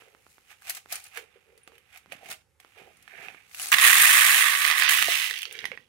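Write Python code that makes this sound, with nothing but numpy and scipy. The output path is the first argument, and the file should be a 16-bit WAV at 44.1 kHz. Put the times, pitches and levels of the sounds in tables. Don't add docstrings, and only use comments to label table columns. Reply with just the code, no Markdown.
import sys
import numpy as np
from scipy import signal
from scipy.fft import rfft, irfft
from scipy.io import wavfile
from scipy.ndimage import uniform_filter1d

SR = 44100
rng = np.random.default_rng(int(sys.argv[2]) if len(sys.argv) > 2 else 0)


def persist_wave(psi):
    counts = np.round(np.clip(psi, -1, 1) * 32767).astype(np.int16)
    wavfile.write(sys.argv[1], SR, np.atleast_2d(counts).T)


N = 259660
SHORT = 4096
AGE, TIME = np.arange(SHORT) / SR, np.arange(N) / SR

# pitch_hz, level_db
HEAP_TONE = [(120, -83.5), (200, -48), (329, -32), (408, -34.5), (941, -18.5), (1110, -19.5), (1270, -20),
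             (1970, -4.5), (2450, -7.5), (2760, -2), (5000, -7.5), (6500, -10), (11000, -120)]
# pitch_hz, level_db
CUP_TONE = [(88, -48.5), (150, -12.5), (330, -28.5), (477, -3.5), (640, -12.5), (735, 7), (941, -5),
            (1190, 0.5), (1340, 0.5), (2530, 2.5), (3500, -2), (3960, -6.5), (6000, -11.5), (7800, -46.5),
            (13200, -120)]
# pitch_hz, level_db
TICK_TONE = [(2000, -35.5), (4500, -21), (5700, 1.5), (7000, 3.5), (9000, 5), (12000, 2), (15700, 2.5)]
# pitch_hz, left_minus_right_db
KNOCK_BALANCE = [(100, -7), (600, -2.5), (1300, -12), (2400, -23), (4400, -7.5), (6000, -0.5)]
# pitch_hz, left_minus_right_db
TICK_BALANCE = [(4000, -5), (6500, 3), (15000, 1.5)]
# peak_s, rise_s, fall_s, knock_db, tick_db
CUP_JOLTS = [(0.01, 0.14, 0.14, -58.5, -67.5), (0.31, 0.11, 0.17, -84, -65),
             (0.515, 0.052, 0.048, -52, -57.5), (0.7, 0.063, 0.028, -41, -41.5),
             (0.775, 0.079, 0.024, -46, -45), (0.925, 0.036, .11, -42, -42),
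             (1.06, 0.02, 0.035, -52, -51.5), (1.175, 0.059, 0.053, -42, -48.5),
             (1.37, 0.17, 0.041, -65.5, -90), (1.76, 0.089, 0.017, -60.5, -69),
             (1.96, 0.076, 0.054, -52, -58.5), (2.125, 0.038, 0.11, -50.5, -61),
             (2.26, 0.071, 0.072, -51.5, -57.5), (2.318, 0.039, 0.03, -39, -38.5),
             (2.785, 0.057, 0.16, -54, -66.5), (3.085, .01, 0.11, -59, -68),
             (3.24, 0.19, 0.22, -50.5, -59.5), (3.62, 0.085, 0.33, -43.5, -36.5)]


def pouring():
    # time_s, knock_db, tick_db
    pour = [(3.72, -17.5, -43), (3.75, -30, -31), (3.76, -29, -35), (3.846, -17, -20.5),
            (3.948, -19.5, -23.5), (4.03, -18.5, -21), (4.39, -21, -25), (4.56, -24.5, -33),
            (4.578, -29, -32), (4.674, -22.5, -32), (4.746, -28, -39), (4.792, -23.5, -29),
            (4.88, -22, -43), (4.894, -21, -25), (5.084, -29, -35), (5.108, -25, -31),
            (5.264, -29.5, -36.5), (5.36, -44, -51.5)]
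    # start_s, knock_db, tick_db
    landings = [(3.7185, -20.5, -18), (3.7217, -23, -28), (3.7273, -11.5, -17.5), (3.7357, -20, -23),
                (3.74, -12.5, -26), (3.7442, -12.5, -25), (3.7842, -12.5, -33), (3.799, -18.5, -32),
                (3.8375, -15, -32), (3.8746, -17, -15.5), (3.9624, -28, -28), (4.414, -32, -40),
                (4.6182, -17.5, -26), (4.6503, -16.5, -34), (4.6669, -21, -36), (4.7, -18.5, -28),
                (4.7119, -15, -30), (4.7245, -21.5, -39), (4.8219, -16.5, -38), (4.834, -20.5, -23.5),
                (4.9857, -20, -36), (5.0247, -15, -23), (5.1408, -25, -38), (5.3092, -25.5, -38),
                (5.339, -27.5, -45), (5.3787, -37, -41), (5.3886, -34, -36), (5.419, -30, -36),
                (5.4305, -27.5, -36.5), (5.454, -28, -52.5), (5.5109, -39, -58), (5.5258, -42, -39),
                (5.5532, -40, -64), (5.5896, -29.5, -75), (5.6544, -25.5, -40)]
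    # time_s, share (0 to 1)
    heap_share = [(3.72, 0.13), (4.3, 0.28), (4.75, 0.1), (5.05, 0.78), (5.4, 1)]
    # pitch_hz, level_db
    tray_tone = [(59, -56.5), (100, -64), (204, -40), (428, -27.5), (790, -14), (916, -15.5), (1140, -2.5),
                 (1250, -8.5), (1410, -8), (1870, 0.5), (2170, -7.5), (2640, -6), (2920, -13.5), (3440, -7),
                 (5200, -12), (6760, -15.5), (11400, -120)]
    covered = np.clip(np.interp(TIME, *np.transpose(heap_share)), 0, 1)
    flow = np.array([curve(pour, column=1), curve(pour, column=2)])
    on_tray, on_heap = [single_hits(landings, .01, .014, -7, -10) for _ in range(2)]
    on_tray += collisions(flow, per_s=800, spread_db=2, knock_ring_db=-1.5, tick_ring_db=-3.5, kinds=160)
    on_heap += collisions(flow, per_s=750, spread_db=1.6, knock_ring_db=-3, tick_ring_db=-18, kinds=60)
    tray_knocks, free_ticks = on_tray * np.sqrt(1 - covered)
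    heap_knocks, damped_ticks = on_heap * np.sqrt(covered)
    knocks = colour(tray_knocks, tray_tone) + colour(heap_knocks, HEAP_TONE)
    ticks = colour(free_ticks + damped_ticks, TICK_TONE, TICK_BALANCE)
    return amp(-1.42) * ring_tray(knocks) + ticks


def ring_tray(knocks):
    # pitch_hz, level_db
    notes = [(1125, -12), (1219, -6), (1287, -4), (1519, -6.5), (1669, -13), (1751, -10.5), (1909, -13),
             (2015, -3.5), (2558, -9), (3068, -8), (3449, -20)]
    width_hz = 28
    return knocks + sum(amp(db) * signal.lfilter(*signal.iirpeak(hz, hz / width_hz, fs=SR), knocks)
                        for hz, db in notes)


def knock(burst_s, ring_s, ring_db):
    flutter, ring = rng.standard_normal((2, 2, SHORT))
    note = np.sin(2 * np.pi * rng.uniform(1100, 4000) * AGE) * fade(.02)
    blow = .8 * (AGE == 0) + unit(flutter * fade(burst_s)) + .4 * unit(note)
    return 0.88 * unit(unit(blow) + amp(ring_db) * unit(ring * fade(ring_s)))


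def tick(burst_s, ring_s, ring_db):
    # pitch_hz, spread_between_bricks_hz, level_db
    notes = [(8030, 680, -8.5), (9120, 75, 1.5), (10770, 300, -6), (11500, 50, -7), (12700, 220, -4.5),
             (13400, 130, -2)]
    hz, spread, db = np.transpose(notes)[:, :, None]
    hz = hz + spread * rng.standard_normal(hz.shape)
    size = amp(db) * rng.exponential(1, hz.shape)
    phase = np.exp(2j * np.pi * rng.random((2, len(hz))))
    ring = (phase @ (size * np.exp(2j * np.pi * hz * AGE))).real
    crack = rng.standard_normal((2, SHORT)) * fade(burst_s)
    return unit(unit(crack) + amp(ring_db) * unit(ring * fade(ring_s)))


def collisions(gains, per_s, spread_db, knock_ring_db, tick_ring_db, kinds):
    sounds = [np.array([knock(.006, .035, knock_ring_db), tick(.008, .03, tick_ring_db)])
              for _ in range(kinds)]
    kind, sign = rng.integers(0, kinds, N), rng.choice([-1, 1], N)
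    force = np.minimum(rng.exponential(1, (3, N)), 3.5)
    struck = (rng.random(N) < per_s / SR) & (gains[0] > amp(-90))
    sizes = struck * sign * amp(spread_db * (.7 * force[0] + .8 * force[1:]))
    sizes /= np.sqrt(abs(uniform_filter1d(sizes ** 2, size=1100, axis=1)) + 1e-9)
    out = np.zeros((2, 2, N))
    for i in np.flatnonzero(struck):
        part = out[:, :, i:i + SHORT]
        part += sizes[:, i, None, None] * sounds[kind[i]][:, :, :part.shape[2]]
    return out * gains[:, None]


def single_hits(rows, knock_s, tick_s, knock_ring_db, tick_ring_db):
    contact_s = 0.0023
    knocks, ticks = np.zeros((2, 2, N))
    for start, knock_db, tick_db in rows:
        add(knocks, start, amp(knock_db) * knock(knock_s, 0.088, knock_ring_db))
        add(ticks, start, amp(tick_db) * tick(tick_s, 0.031, tick_ring_db))
    return np.array([knocks, ticks]) * np.sqrt(contact_s * SR)


def clinks():
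    # start_s, level_db, pitch_hz
    bounces = [(1.077, -46, 11000), (1.632, -45.5, 9560), (1.783, -68, 9300), (3.621, -22.5, 10830),
               (3.683, -23, 9000), (3.822, -10.5, 10600), (3.84, -14.5, 10700), (3.873, -18, 9160),
               (3.934, -17, 11500), (4.014, -8, 13050), (4.017, -9.5, 8960), (4.674, -17, 9100),
               (4.935, -17.5, 12800), (5.526, -38.5, 10580), (5.657, -38, 9870)]
    out = np.zeros((2, N))
    for start, db, hz in bounces:
        ring = np.sin(2 * np.pi * (hz * AGE + rng.random((2, 1)) / 3)) * fade(.04) * (1 - fade(.016))
        add(out, start, amp(db) * ring * amp([[1.5], [-1]]))
    return out


def shifting():
    # start_s, end_s, knock_db, tick_db
    holds = [(0, 1.25, -72, -73.5), (1.24, 2.423, -71, -80), (2.598, 3.72, -67, -73)]
    # start_s, knock_db, tick_db
    slips = [(0.621, -49, -54), (0.6964, -40.5, -25.5), (0.7045, -34.5, -30.5), (0.749, -63, -36),
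             (0.924, -54, -25.5), (0.9558, -43, -32), (1.04, -73, -43.5), (1.1734, -32.5, -38.5),
             (1.577, -60, -55.5), (1.6756, -43.5, -52), (1.7807, -52, -57), (1.9738, -55, -47.5),
             (2.1213, -35.5, -47), (2.1264, -54, -46.5), (2.3123, -40, -38.5), (2.6009, -48.5, -52.5),
             (2.97, -70, -58.5), (3.0256, -59, -54), (3.0779, -44, -58), (3.2843, -35, -67),
             (3.5129, -51, -70), (3.5465, -40, -39), (3.5971, -32, -35)]
    # pitch_hz, level_db
    tone = [(2000, -11.5), (4300, 6), (5800, 5), (7500, 5), (9300, 5), (11500, 3), (13500, -0.5),
            (15500, 0)]
    # pitch_hz, left_minus_right_db
    balance = [(4000, -7.5), (6500, 8), (9500, 1.5), (12000, 10.5), (15000, 0.5)]
    held = sum(amp(dbs)[:, None] * ((TIME >= start) & (TIME < end)) for start, end, *dbs in holds)
    gains = np.hypot(surges(CUP_JOLTS), held)
    grinding = collisions(gains, per_s=1500, spread_db=2.4, knock_ring_db=-3, tick_ring_db=-12, kinds=60)
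    knocks, ticks = grinding + single_hits(slips, 0.0043, 0.045, -9, -3)
    return colour(knocks, CUP_TONE) + colour(ticks, tone, balance)


def settling():
    # peak_s, rise_s, fall_s, knock_db, tick_db
    slides = [(5.36, 0.023, 0.15, -37, -48), (5.59, 0.25, 0.24, -48.5, -59.5)]
    knocks, ticks = collisions(surges(slides), per_s=440, spread_db=1.7,
                               knock_ring_db=-1.9, tick_ring_db=-17, kinds=30)
    return colour(knocks, HEAP_TONE) + colour(ticks, TICK_TONE, TICK_BALANCE)


def cup_knocks():
    # start_s, level_db, pitch_hz, fade_s
    hits = [(5.6424, -19, 2080, 0.0093), (5.654, -18.5, 1920, 0.026), (5.7173, -21, 2200, 0.016),
            (5.7315, -33.5, 2260, 0.015), (5.742, -37, 2130, 0.013), (5.775, -27, 1930, 0.02)]
    ring, rattle = np.zeros((2, 2, N))
    for start, db, hz, fade_s in hits:
        wall = np.sin(2 * np.pi * hz * AGE) * fade(fade_s)
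        overtone = 0.19 * np.sin(2 * np.pi * 1.17 * hz * AGE) * fade(0.43 * fade_s)
        add(ring, start, amp(db) * (wall + overtone) * amp([[-17], [1]]))
        add(rattle, start, amp(db + 2.5) * knock(burst_s=0.012, ring_s=0.045, ring_db=7.5))
    return ring + colour(rattle, CUP_TONE)


def handling():
    # start_s, level_db
    tap_list = [(0.021, -33), (0.149, -32.5), (0.266, -33), (0.382, -34), (0.859, -31), (1.676, -28),
                (1.72, -35.5), (2.06, -33.5), (2.648, -31.5), (3.346, -29.5)]
    # pitch_hz, level_db
    tap_tone = [(60, -20), (300, 2), (750, 1), (1400, 1.5), (2500, -12.5), (6000, -17.5), (15000, -28)]
    # start_s, level_db, pitch_hz, fade_s
    bump_list = [(.925, -36, 740, 0.037), (1.173, -41.5, 483, 0.11), (2.12, -36, 545, 0.031),
                 (5.0825, -21, 692, 0.035), (5.085, -22.5, 464, 0.017), (5.643, -33, 393, 0.0098),
                 (5.716, -37.5, 507, 0.069)]
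    taps, bumps = np.zeros((2, 2, N))
    for start, db in tap_list:
        push = (AGE == 0) + .3 * knock(burst_s=.004, ring_s=.03, ring_db=-3)
        add(taps, start, amp(db) * push)
    for start, db, hz, fade_s in bump_list:
        ring = np.sin(2 * np.pi * hz * AGE) * fade(fade_s) * (1 - fade(0.0074))
        add(bumps, start, amp(db) * ring * amp([[-4], [3]]))
    return colour(taps, tap_tone) + bumps


def scraping():
    # middle_s, length_s, level_db
    scrapes = [(0.517, 0.031, -51), (3.16, 0.12, -45), (3.265, 0.12, -47), (3.36, 0.11, -54.5),
               (5.575, 0.17, -49), (5.7, .14, -54.5)]
    slips_per_s = 110 * np.exp(8 * uniform_filter1d(rng.standard_normal(N), size=500))
    slips = np.diff(np.floor(np.cumsum(slips_per_s) / SR), prepend=0) * rng.uniform(0.11, 1, N)
    friction = signal.oaconvolve(slips, fade(0.032))[:N] * rng.standard_normal((2, N))
    wall = resonance(friction, 2190, 370) + resonance(friction, 1824, 600)
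    return wall * strokes(scrapes) * amp([[-14], [2]])


def rubbing():
    # middle_s, length_s, lower_note_db, upper_note_db
    rubs = [(0.03, 0.41, -66, -72), (1.21, 0.088, -55, -63.5), (1.37, 0.031, -58, -75),
            (1.53, 0.15, -62, -75), (1.73, 0.14, -65, -81), (2.13, 0.013, -63.5, -47.5),
            (2.27, 0.15, -60, -53.5), (2.84, 0.17, -58.5, -57.5), (3.22, .2, -57.5, -55.5),
            (5.32, 0.022, -51.5, -72), (5.57, 0.24, -58, -67.5), (5.735, 0.041, -53.5, -66)]
    slips = rng.standard_normal((3, N)) * (rng.random(N) < 600 / SR)
    friction = slips[0] + .5 * slips[1:]
    grip = amp([[-28.5], [-15.5]]) * surges(CUP_JOLTS)[0]
    lower, upper = np.hypot(strokes(rubs), grip)
    ring = lower * resonance(friction, 461, 170) + upper * resonance(friction, 703, 220)
    return ring * amp([[-4], [2]])


def rumbling():
    # peak_s, rise_s, fall_s, level_db
    swells = [(2.13, .1, 0.11, -65), (2.31, .1, 0.059, -63.5), (2.82, 0.099, 0.22, -71.5),
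              (3.24, 0.37, .25, -67.5), (3.735, 0.022, 0.053, -56), (4.05, 0.32, .1, -58.5),
              (5.08, .14, .07, -61.5), (5.66, 0.17, 0.19, -60.5)]
    # pitch_hz, level_db
    tone = [(25, -20.5), (60, -9.5), (110, -2), (170, -0.5), (260, -1.5), (700, -25), (2000, -62)]
    pulses = rng.standard_normal(N) * (rng.random(N) < 200 / SR)
    pulses = unit(pulses) * np.sqrt(N) * surges(swells)[0]
    return colour(np.array([pulses, pulses]), tone)


def room_echo(x):
    # pitch_hz, fade_s
    fades = [(200, 0.48), (2000, 0.17), (6000, 0.27), (15000, 0.17)]
    echoes = rng.standard_normal((2, SR // 2)) * (rng.random((2, SR // 2)) < 3000 / SR)
    hz, t, bands = signal.stft(echoes, SR, nperseg=256)
    bands = bands * fade(at_pitch(fades, hz)[:, None], t) * (1 - fade(0.042, t))
    return signal.fftconvolve(x, unit(signal.istft(bands, SR)[1]), axes=1)[:, :N]


def background():
    # pitch_hz, level_db
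    tone = [(15, -54), (25, -5.5), (76, 12.5), (285, -5.5), (545, 1.5), (659, -22), (775, -0.5),
            (1020, -9.5), (2110, -7), (3250, -13), (3920, -16), (11600, -15), (16000, -32)]
    # pitch_hz, left_minus_right_db
    balance = [(100, -5), (2500, -7), (6000, 1)]
    left, right, shared = [colour(np.tile(noise, (2, 1)), tone, balance)
                           for noise in rng.standard_normal((3, N))]
    return amp(-71.5) * (0.52 * np.array([left[0], right[1]]) + 0.55 * shared)


def amp(db):
    return 10 ** (np.asarray(db) / 20)


def unit(x):
    return x / np.linalg.norm(x, axis=-1, keepdims=True)


def at_pitch(points, hz):
    pitches, values = np.transpose(points)
    return np.interp(np.log(hz + 1), np.log(pitches + 1), values)


def fade(fade_s, t=AGE):
    return np.exp(-np.log(1000) * t / np.maximum(fade_s, 1e-4))


def add(mix, start_s, sound):
    part = mix[:, max(round(start_s * SR), 0):][:, :sound.shape[1]]
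    part += sound[:, :part.shape[1]]


def colour(x, tone, balance=KNOCK_BALANCE):
    apart = signal.lfilter(*signal.butter(1, 1000, "high", fs=SR), x[0] - x[1]) / 2
    x = x.mean(0) + np.array([apart, -apart])
    hz = np.fft.rfftfreq(SHORT, 1 / SR)
    db = np.maximum(at_pitch(tone, hz), -80) + np.array([[.5], [-.5]]) * at_pitch(balance, hz)
    cepstrum = irfft(np.log(amp(db)))
    fold = 1 + np.sign(SHORT // 2 - np.arange(SHORT)) * (AGE > 0)
    response = irfft(np.exp(rfft(cepstrum * fold)))
    return signal.oaconvolve(x, 2 * response / np.linalg.norm(response), axes=1)[:, :N]


def resonance(x, hz, width_hz):
    edges = hz * (1 + width_hz / hz) ** np.array([-.5, .5])
    return np.sqrt(N) * unit(signal.sosfilt(signal.butter(2, edges, "band", fs=SR, output="sos"), x))


def curve(rows, column):
    rows = np.array(rows)
    return amp(np.interp(TIME, rows[:, 0], rows[:, column], left=-np.inf, right=-np.inf))


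def surges(rows):
    power = 0
    for peak, rise, fall, *dbs in rows:
        away = np.maximum((peak - TIME) / max(rise, .005), (TIME - peak) / max(fall, .005))
        power = power + (amp(dbs)[:, None] * amp(-20 * np.minimum(away, 10))) ** 2
    return np.sqrt(power)


def strokes(rows):
    return sum(amp(dbs)[:, None] * np.sqrt(np.maximum(1 - (2 * (TIME - middle) / length) ** 2, 0))
               for middle, length, *dbs in rows)


def scene():
    right_lag_s = 0.00018
    left, right = shifting() + scraping() + rubbing() + handling() + pouring() + rumbling() + settling()
    right = np.pad(right, (round(right_lag_s * SR), 0))[:N]
    direct = np.array([left, right]) + clinks() + cup_knocks()
    return direct + amp(-12.5) * room_echo(direct) + background()


def record(dry):
    lowest_hz, highest_hz = 26, 15800
    rounded = dry / (1 + (dry / .95) ** 8) ** (1 / 8)
    rounded = signal.lfilter(*signal.butter(1, lowest_hz, "high", fs=SR), rounded)
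    low_pass = signal.firwin(511, highest_hz, window=("kaiser", 9), fs=SR)
    return signal.oaconvolve(rounded, low_pass[None], "same", axes=1)


dry = scene()
out = record(dry)
persist_wave(out)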